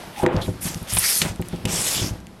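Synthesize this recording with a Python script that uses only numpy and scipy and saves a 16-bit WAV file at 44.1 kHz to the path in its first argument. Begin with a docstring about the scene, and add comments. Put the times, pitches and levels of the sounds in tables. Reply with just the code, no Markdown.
"""Heard first and closest: a shaped plywood board drops on a plywood table, rocks and knocks, and a stiff brush
sweeps it in short strokes. A hand slides and taps, loose grit ticks; the garage hums and hisses behind.
Knocks ring the modes of the wood, brushing is clumped random slips through coloured bands,
slaps and ticks are dying puffs of noise. One close, nearly mono microphone, with a little garage reverberation.
"""
import sys
import numpy as np
from scipy import signal
from scipy.fft import rfft, irfft, next_fast_len
from scipy.io import wavfile
from scipy.ndimage import uniform_filter1d, map_coordinates

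SR = 44100
rng = np.random.default_rng(int(sys.argv[2]) if len(sys.argv) > 2 else 0)


def level_to_linear(level):
    """Convert decibel levels to linear amplitude factors, elementwise."""
    exponent = np.asarray(level, float) / 20
    return 10 ** exponent


def unload_wav(signal):
    """Save mono or channel-first audio to the path in sys.argv[1] as 16-bit WAV at rate SR, clipped to [-1, 1]."""
    wavfile.write(
        sys.argv[1],
        SR,
        np.round(np.clip(np.atleast_2d(signal).T, -1, 1) * 32767).astype(np.int16),
    )


N = 105840
T = np.arange(N) / SR

# Background hiss: [t/s, level/dB], and its colour: [f/Hz, relative level/dB]
AIR_LEVEL = [(0, -39), (.26, -48), (.275, -81.5), (.33, -45.5), (.9, -42), (1.5, -46.5), (2.15, -46.5),
             (2.23, -54.5), (2.4, -52)]
AIR_COLOUR = [(300, 3), (600, 9), (2600, -1.5), (5000, -4), (7000, -10), (12200, -9.5), (16300, -53)]
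# Hum: mean pitch and level, both of which waver
HUM_HZ, HUM_DB = 187, -46
# Faint whistles: [f/Hz, level/dB], and their common bend: [t/s, share of pitch]
WHISTLES = [(10550, -58), (11850, -57), (13350, -63)]
WHISTLE_BEND = [(.03, -.02), (.075, .012), (.175, -.03)]
# Decay of the garage: [f/Hz, t60/s]
ROOM_DECAY = [(200, 0.76), (2000, 0.253), (12000, 0.32)]
ROOM_DB = -14.5

# Small wobbles of the board: [t/s, low band level/dB, upper band level/dB]
RATTLE_LEVEL = [(0, -37, -42), (.16, -41.5, -52), (.24, -29.5, -30.5), (.4, -25, -28.5), (.6, -39.5, -90.5),
                (.66, -29.5, -38.5), (1.1, -52.5, -82), (1.26, -27.5, -27.5), (1.38, -41, -62),
                (1.63, -31.5, -48), (1.72, -32, -32.5), (1.9, -33, -40), (2.05, -21, -38.5),
                (2.2, -35.5, -53), (2.4, -40.5, -53.5)]
# Colours of the two rattle bands: [f/Hz, relative level/dB]
RATTLE_LOW = [(20, 14.5), (60, 10), (200, 4), (350, -0.5), (650, -52)]
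RATTLE_UP = [(250, -38), (400, -7.5), (850, -11.5), (3500, -30.5), (6000, -69)]
# Board edge dragging: [t/s, level/dB], and its colour: [f/Hz, relative level/dB]
SQUEAK_LEVEL = [(.15, -60), (.18, -33.5), (.23, -30.5)]
SQUEAK_COLOUR = [(560, -24), (790, 15), (890, 13.5), (1250, -42)]

# Loose grit ticking: [t/s, peak level/dB, centre f/Hz]
TICKS = [(0.7453, -13.5, 5035), (0.829, -24.5, 11600), (0.9, -17.5, 8900), (0.9365, -6.5, 10100),
         (0.9508, -8.5, 11500), (0.959, -14.5, 9900), (0.963, -10, 10300), (0.994, -3.5, 10500),
         (1.36, -26.5, 6000), (1.4163, -23.5, 11000), (1.4859, -20.5, 8440), (1.561, -28.5, 6600),
         (2.2034, -33, 3970), (2.2693, -30.5, 3650)]
# Hard edges slapping: [t/s, peak level/dB, centre f/Hz, width/octaves, t60/s]
SLAPS = [(.253, -19, 1040, 0.098, 0.055), (.2634, -6.5, 1760, 0.13, 0.011), (.2637, -20, 4350, 0.68, 0.014),
         (.365, -21, 3570, 0.6, 0.012), (.416, -25.5, 3673, 0.203, 0.228), (.9695, -16, 873, 0.19, 0.071),
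         (.969, -10.5, 2690, 0.95, 0.061), (.9863, -4, 10000, 0.145, 0.02), (1.217, -4.5, 3000, 1.27, 0.05),
         (1.423, -23, 1800, 1.1, 0.012), (1.526, -32, 1023, 1.3, 0.04), (1.654, -14.5, 2730, 0.37, 0.025),
         (1.6536, -15, 6150, 0.94, 0.029)]
# Grit decay; width in octaves is TICK_WIDTH_HZ over the centre; treble limit of slaps and ticks
TICK_T60_S, TICK_WIDTH_HZ, TOP_HZ = 0.0025, 3500, 14000

# Board knocking on the table: [first touch t/s, peak level/dB, contact/ms, favoured f/Hz]
KNOCKS = [(0.23, -4.5, 0.55, 287), (0.262, -7.5, 0.61, 352), (0.274, -20.5, 0.575, 371),
          (0.342, -6.5, 0.57, 181), (0.362, -7, 0.143, 100.3), (0.384, -25, 0.86, 116),
          (0.477, -10.5, 0.67, 190), (0.487, -13.5, 1.3, 116), (0.651, -15, 1.7, 161.7),
          (0.754, -17.5, 2.3, 153.4), (0.814, -18, 1.7, 145.3), (0.924, -14.5, 1.3, 70.0),
          (0.943, -18, 0.29, 70.0), (0.966, -12, 0.324, 72), (1.215, -13.5, 0.2, 176),
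          (1.249, -14, 1.6, 164), (1.295, -14.5, 6.7, 122), (1.393, -9, 0.69, 140),
          (1.529, -11.5, 0.75, 158), (1.649, -7, 0.83, 167), (1.687, -16, 0.67, 145),
          (1.729, -17, 1.1, 170), (2.013, -10.5, 0.27, 100), (2.107, -13.5, 1.3, 100)]
# Modes of board and table: [f/Hz, level/dB, t60/s]
WOOD_MODES = [(67.96, 10, 0.069), (100, 2, 0.14), (115.5, -3.5, 0.086), (166.3, 3, 0.1), (215, -0.5, 0.055),
              (273.3, -2, 0.08), (355.7, 0, 0.094), (503, -1, 0.075), (614.5, -1.5, 0.08), (802, -1, 0.076),
              (898, 4.5, 0.041), (1470, 5, 0.032)]
MODE_SCATTER_DB = 2  # random spread of each mode from knock to knock
FAVOUR_DB = 7.5  # loss per octave away from the favoured pitch
SETTLE_S = 0.002603  # the blow builds this long after first touch
SWELL_CYCLES = 0.35  # a mode takes this long to take up the blow, so the lows arrive last

# Brush strokes, a list of rows each:
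# [t/s, bristle tips level/dB, bristle shafts over tips/dB, board scrape over tips/dB]
STROKES = [
    [(.61, -40, -13, -18.5), (.618, -32.5, -9.5, -12.5), (.665, -29.5, -1, -6.5), (.71, -42.5, 3.5, -1),
     (.865, -56, -6.5, -18.5)],
    [(.875, -48.5, 0.5, 7), (.91, -33.5, 1, -1), (.975, -24, -15, -13), (1.005, -27.5, -5.5, -6.5),
     (1.05, -23, -1.5, -5.5), (1.1, -21.5, -2, -9), (1.19, -24, -2, -13), (1.235, -38, 2.5, 4),
     (1.29, -43.5, 5.5, 4.5), (1.33, -66, 14, 12)],
    [(1.675, -47.5, 5, 12), (1.72, -33, 4.5, -4), (1.78, -33, 3.5, 0), (1.87, -30, 4.5, -2),
     (1.96, -32, 5, -0.5), (2.03, -36.5, 3.5, 1.5), (2.095, -44, 3.5, 3.5), (2.115, -55, 3, -3.5)],
]
# Hand and board sliding, same columns
SLIDES = [
    [(.13, -68, 0, 20), (.19, -41.5, -0.97, 0.52), (.24, -46.5, -1.2, 7.3)],
    [(.415, -44, 0.99, -24.5), (.46, -46, -0.27, 1), (.58, -68, 0, -5)],
    [(1.45, -58.5, 3, 7.2), (1.64, -59.5, -10, 7.5)],
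]
# Colours of bristle tips, bristle shafts and board scrape: [f/Hz, relative level/dB]
TIPS_COLOUR = [(6000, -44), (8500, -5), (11700, -3), (14400, -25), (16000, -61)]
SHAFTS_COLOUR = [(3200, -18), (5000, -3.5), (8500, -6.5), (11000, -46)]
SCRAPE_COLOUR = [(400, -28), (1000, -10), (2000, -3), (3500, -2.5), (6500, -24)]
PATCH_DB = 2  # rms spread of the patches in the rubbing
# Tufts of bristles that sing as they bend: [start t/s, end t/s, from f/Hz, to f/Hz, lift/dB]
TUFTS = [(1.026, 1.085, 1750, 2205, 9), (1.655, 1.948, 6550, 10700, 5.5), (1.917, 2.041, 3480, 3350, 8.5),
         (1.989, 2.133, 5830, 5370, 6.5)]
TUFT_OCTAVES = 0.22

SIDE_DB, SIDE_TREBLE_DB = -35, 14  # side part below the middle, and its added treble
BASS_CUT_HZ, CUT_HZ = 140, 16300  # limits of the microphone


def unit(x):
    """Scaled to rms 1."""
    return x / np.sqrt(np.mean(x ** 2) + 1e-20)


def along(points, hz):
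    """[f/Hz, value] points read on a log frequency axis."""
    f, value = np.transpose(points)
    return np.interp(np.log(hz + 1), np.log(f + 1), value)


def curves(rows):
    """A gate open over the rows' time span, and one curve for each column after the time."""
    s, *columns = np.transpose(rows)
    inside = np.minimum(T - s[0], s[-1] - T)
    gate = np.clip(inside / 0.0041 + 1, 0, 1)  # 4.1 ms ramps outside the span
    return gate, [np.interp(T, s, column) for column in columns]


def wobble(rate):
    """A smooth random curve, rate knots a second."""
    knots = rng.standard_normal(int(N * rate / SR) + 4)
    return map_coordinates(knots, [T * rate])


def coloured(x, spectrum):
    """x filtered to a spectrum, rms 1."""
    m = next_fast_len(N + 8192)
    gain = level_to_linear(along(spectrum, np.fft.rfftfreq(m, 1 / SR)))
    return unit(irfft(rfft(x, m) * gain, m)[:N])


def slips(per_s, spread_db, clump_db):
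    """Stick-slip friction: random slips of uneven size that come in clumps."""
    hit = rng.random(N) < per_s / SR
    size_db = spread_db * rng.exponential(1, N)
    clumps_db = clump_db * (wobble(350) + wobble(60))
    return hit * rng.standard_normal(N) * level_to_linear(size_db + clumps_db)


def tone(hz):
    """A sine that follows a moving pitch."""
    return np.sin(2 * np.pi * np.cumsum(hz) / SR)


def background():
    """Behind the table: coloured noise hiss, a wavering hum and three faint bending whistles early on."""
    _, (air_db,) = curves(AIR_LEVEL)
    out = level_to_linear(air_db + 1.5 * wobble(8)) * coloured(rng.standard_normal(N), AIR_COLOUR)
    out += level_to_linear(HUM_DB + 1.63 * wobble(9.5)) * tone(HUM_HZ + 4 * wobble(37))
    gate, (bend,) = curves(WHISTLE_BEND)
    for hz, db in WHISTLES:
        level = gate * level_to_linear(db + 2.0 * wobble(60))
        out += level * tone(hz * (1 + bend) + 70 * wobble(85))
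    return out


def garage(x):
    """Reverberation from a noise tail in which each frequency dies at its own speed."""
    hz, t, z = signal.stft(rng.standard_normal(SR // 2), SR, nperseg=256)
    decay = level_to_linear(-60 * t / along(ROOM_DECAY, hz)[:, None])
    tail = signal.istft(z * decay, SR, nperseg=256)[1]
    delayed = np.pad(x, (200, 0))  # samples before the room answers
    return signal.fftconvolve(delayed, tail / np.linalg.norm(tail))[:N]


def rattle():
    """The loose board keeps shifting on the table in small random bumps, and its edge squeaks once."""
    _, (low_db, up_db) = curves(RATTLE_LEVEL)
    low = coloured(slips(per_s=1200, spread_db=1.2, clump_db=1), RATTLE_LOW)
    up = coloured(slips(per_s=5000, spread_db=1.2, clump_db=1), RATTLE_UP)
    gate, (squeak_db,) = curves(SQUEAK_LEVEL)
    squeak = coloured(rng.standard_normal(N), SQUEAK_COLOUR)
    return level_to_linear(low_db) * low + level_to_linear(up_db) * up + gate * level_to_linear(squeak_db) * squeak


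def slaps_and_ticks():
    """Each edge slap or grit tick is a short, dying puff of noise around its centre frequency."""
    length = 2048  # samples; longer decays are cut here
    out, t = np.zeros(N + SR), np.arange(length) / SR
    hz = np.fft.rfftfreq(length, 1 / SR) + 1
    grit = [(*row, TICK_WIDTH_HZ / row[2], TICK_T60_S) for row in TICKS]
    for s, db, centre_hz, octaves, t60 in SLAPS + grit:
        off = np.log2(hz / centre_hz) / octaves
        shape = np.exp(-.5 * off ** 2 - (hz / TOP_HZ) ** 8)
        band = irfft(rfft(rng.standard_normal(length)) * shape)
        onset = 1 - np.exp(-t / 0.00007)
        puff = level_to_linear(-60 * t / t60) * band * onset
        out[round(s * SR):][:length] += level_to_linear(db) * puff / np.abs(puff).max()
    return out[:N]


def knocks():
    """A soft push rings the wood's modes, all setting off together; where it lands favours some."""
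    out, t = np.zeros(N + SR), np.arange(SR // 4) / SR
    hz, level_db, t60 = np.transpose(WOOD_MODES)[:, :, None]
    swell = 1 - np.exp(-t * hz / SWELL_CYCLES)
    for s, db, contact_ms, near_hz in KNOCKS:
        scatter_db = MODE_SCATTER_DB * rng.standard_normal((len(WOOD_MODES), 1))
        start_db = level_db + scatter_db - FAVOUR_DB * np.abs(np.log2(hz / near_hz))
        modes = swell * level_to_linear(start_db - 60 * t / t60) * np.sin(2 * np.pi * hz * t)
        ring = -modes.sum(0)
        u = t[:SR // 50] * 4000 / contact_ms  # the push peaks a quarter of the way through contact
        push = u * np.exp(-u)
        blow = np.convolve(ring, push)[:len(t)]
        out[round((s + SETTLE_S) * SR):][:len(t)] += level_to_linear(db) * blow / np.abs(blow).max()
    return out[:N]


def patchy(x):
    """Tufts of bristles come and go: drifting patches of gain over pitch and time."""
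    z = signal.stft(x, nperseg=512)[2]
    field = uniform_filter1d(rng.standard_normal(z.shape), size=12, axis=0)  # over pitch
    field = uniform_filter1d(field, size=9, axis=1)  # over time
    return unit(signal.istft(z * level_to_linear(PATCH_DB * unit(field)), nperseg=512)[1][:N])


def singing(x):
    """Bending tufts lift gliding resonances, which swell and fade."""
    hz, t, z = signal.stft(x, SR, nperseg=512)
    for start, end, from_hz, to_hz, lift_db in TUFTS:
        u = np.clip((t - start) / (end - start), 0, 1)
        centre_hz = from_hz + (to_hz - from_hz) * u
        off = np.log2((hz[:, None] + 1) / centre_hz) / TUFT_OCTAVES
        z = z * level_to_linear(lift_db * np.sin(np.pi * u) * np.exp(-.5 * off ** 2))
    return signal.istft(z, nperseg=512)[1][:N]


def rubbing():
    """Bristle tips slip and hiss; the same motion flexes the shafts and scrapes the board, lower."""
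    tips = patchy(coloured(slips(per_s=20000, spread_db=1.5, clump_db=1.1), TIPS_COLOUR))
    shafts = patchy(coloured(slips(per_s=20000, spread_db=1.5, clump_db=1.1), SHAFTS_COLOUR))
    scrape = patchy(coloured(slips(per_s=14000, spread_db=1.3, clump_db=1), SCRAPE_COLOUR))
    out = np.zeros(N)
    for rows in STROKES + SLIDES:
        gate, (tips_db, shafts_db, scrape_db) = curves(rows)
        out += gate * level_to_linear(tips_db) * (tips + level_to_linear(shafts_db) * shafts + level_to_linear(scrape_db) * scrape)
    return singing(out)


def scene():
    """Everything near the middle; a weak side part, brighter on top, from a short scramble of phases."""
    near = rubbing() + knocks() + slaps_and_ticks() + rattle()
    mid = near + level_to_linear(ROOM_DB) * garage(near) + background()
    treble = np.convolve(mid, [1, -2, 1], 'same')
    scramble = unit(rng.standard_normal(64)) / np.sqrt(64)
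    side = level_to_linear(SIDE_DB) * np.convolve(mid + level_to_linear(SIDE_TREBLE_DB) * treble, scramble)[:N]
    return np.array([mid + side, mid - side])


def top_cut(x):
    """Nothing passes above the cut-off."""
    return signal.sosfilt(signal.butter(12, 16470, fs=SR, output="sos"), x)


def record(dry):
    """The close microphone drops deep bass gently and the extreme top sharply."""
    m = next_fast_len(N + 8192)
    hz = np.fft.rfftfreq(m, 1 / SR)
    bass_cut = 1j * hz / (BASS_CUT_HZ + 1j * hz)
    mix = irfft(rfft(dry, m) * bass_cut * (hz < CUT_HZ), m)[:, :N]
    return top_cut(mix)


dry = scene()
out = record(dry)
unload_wav(out)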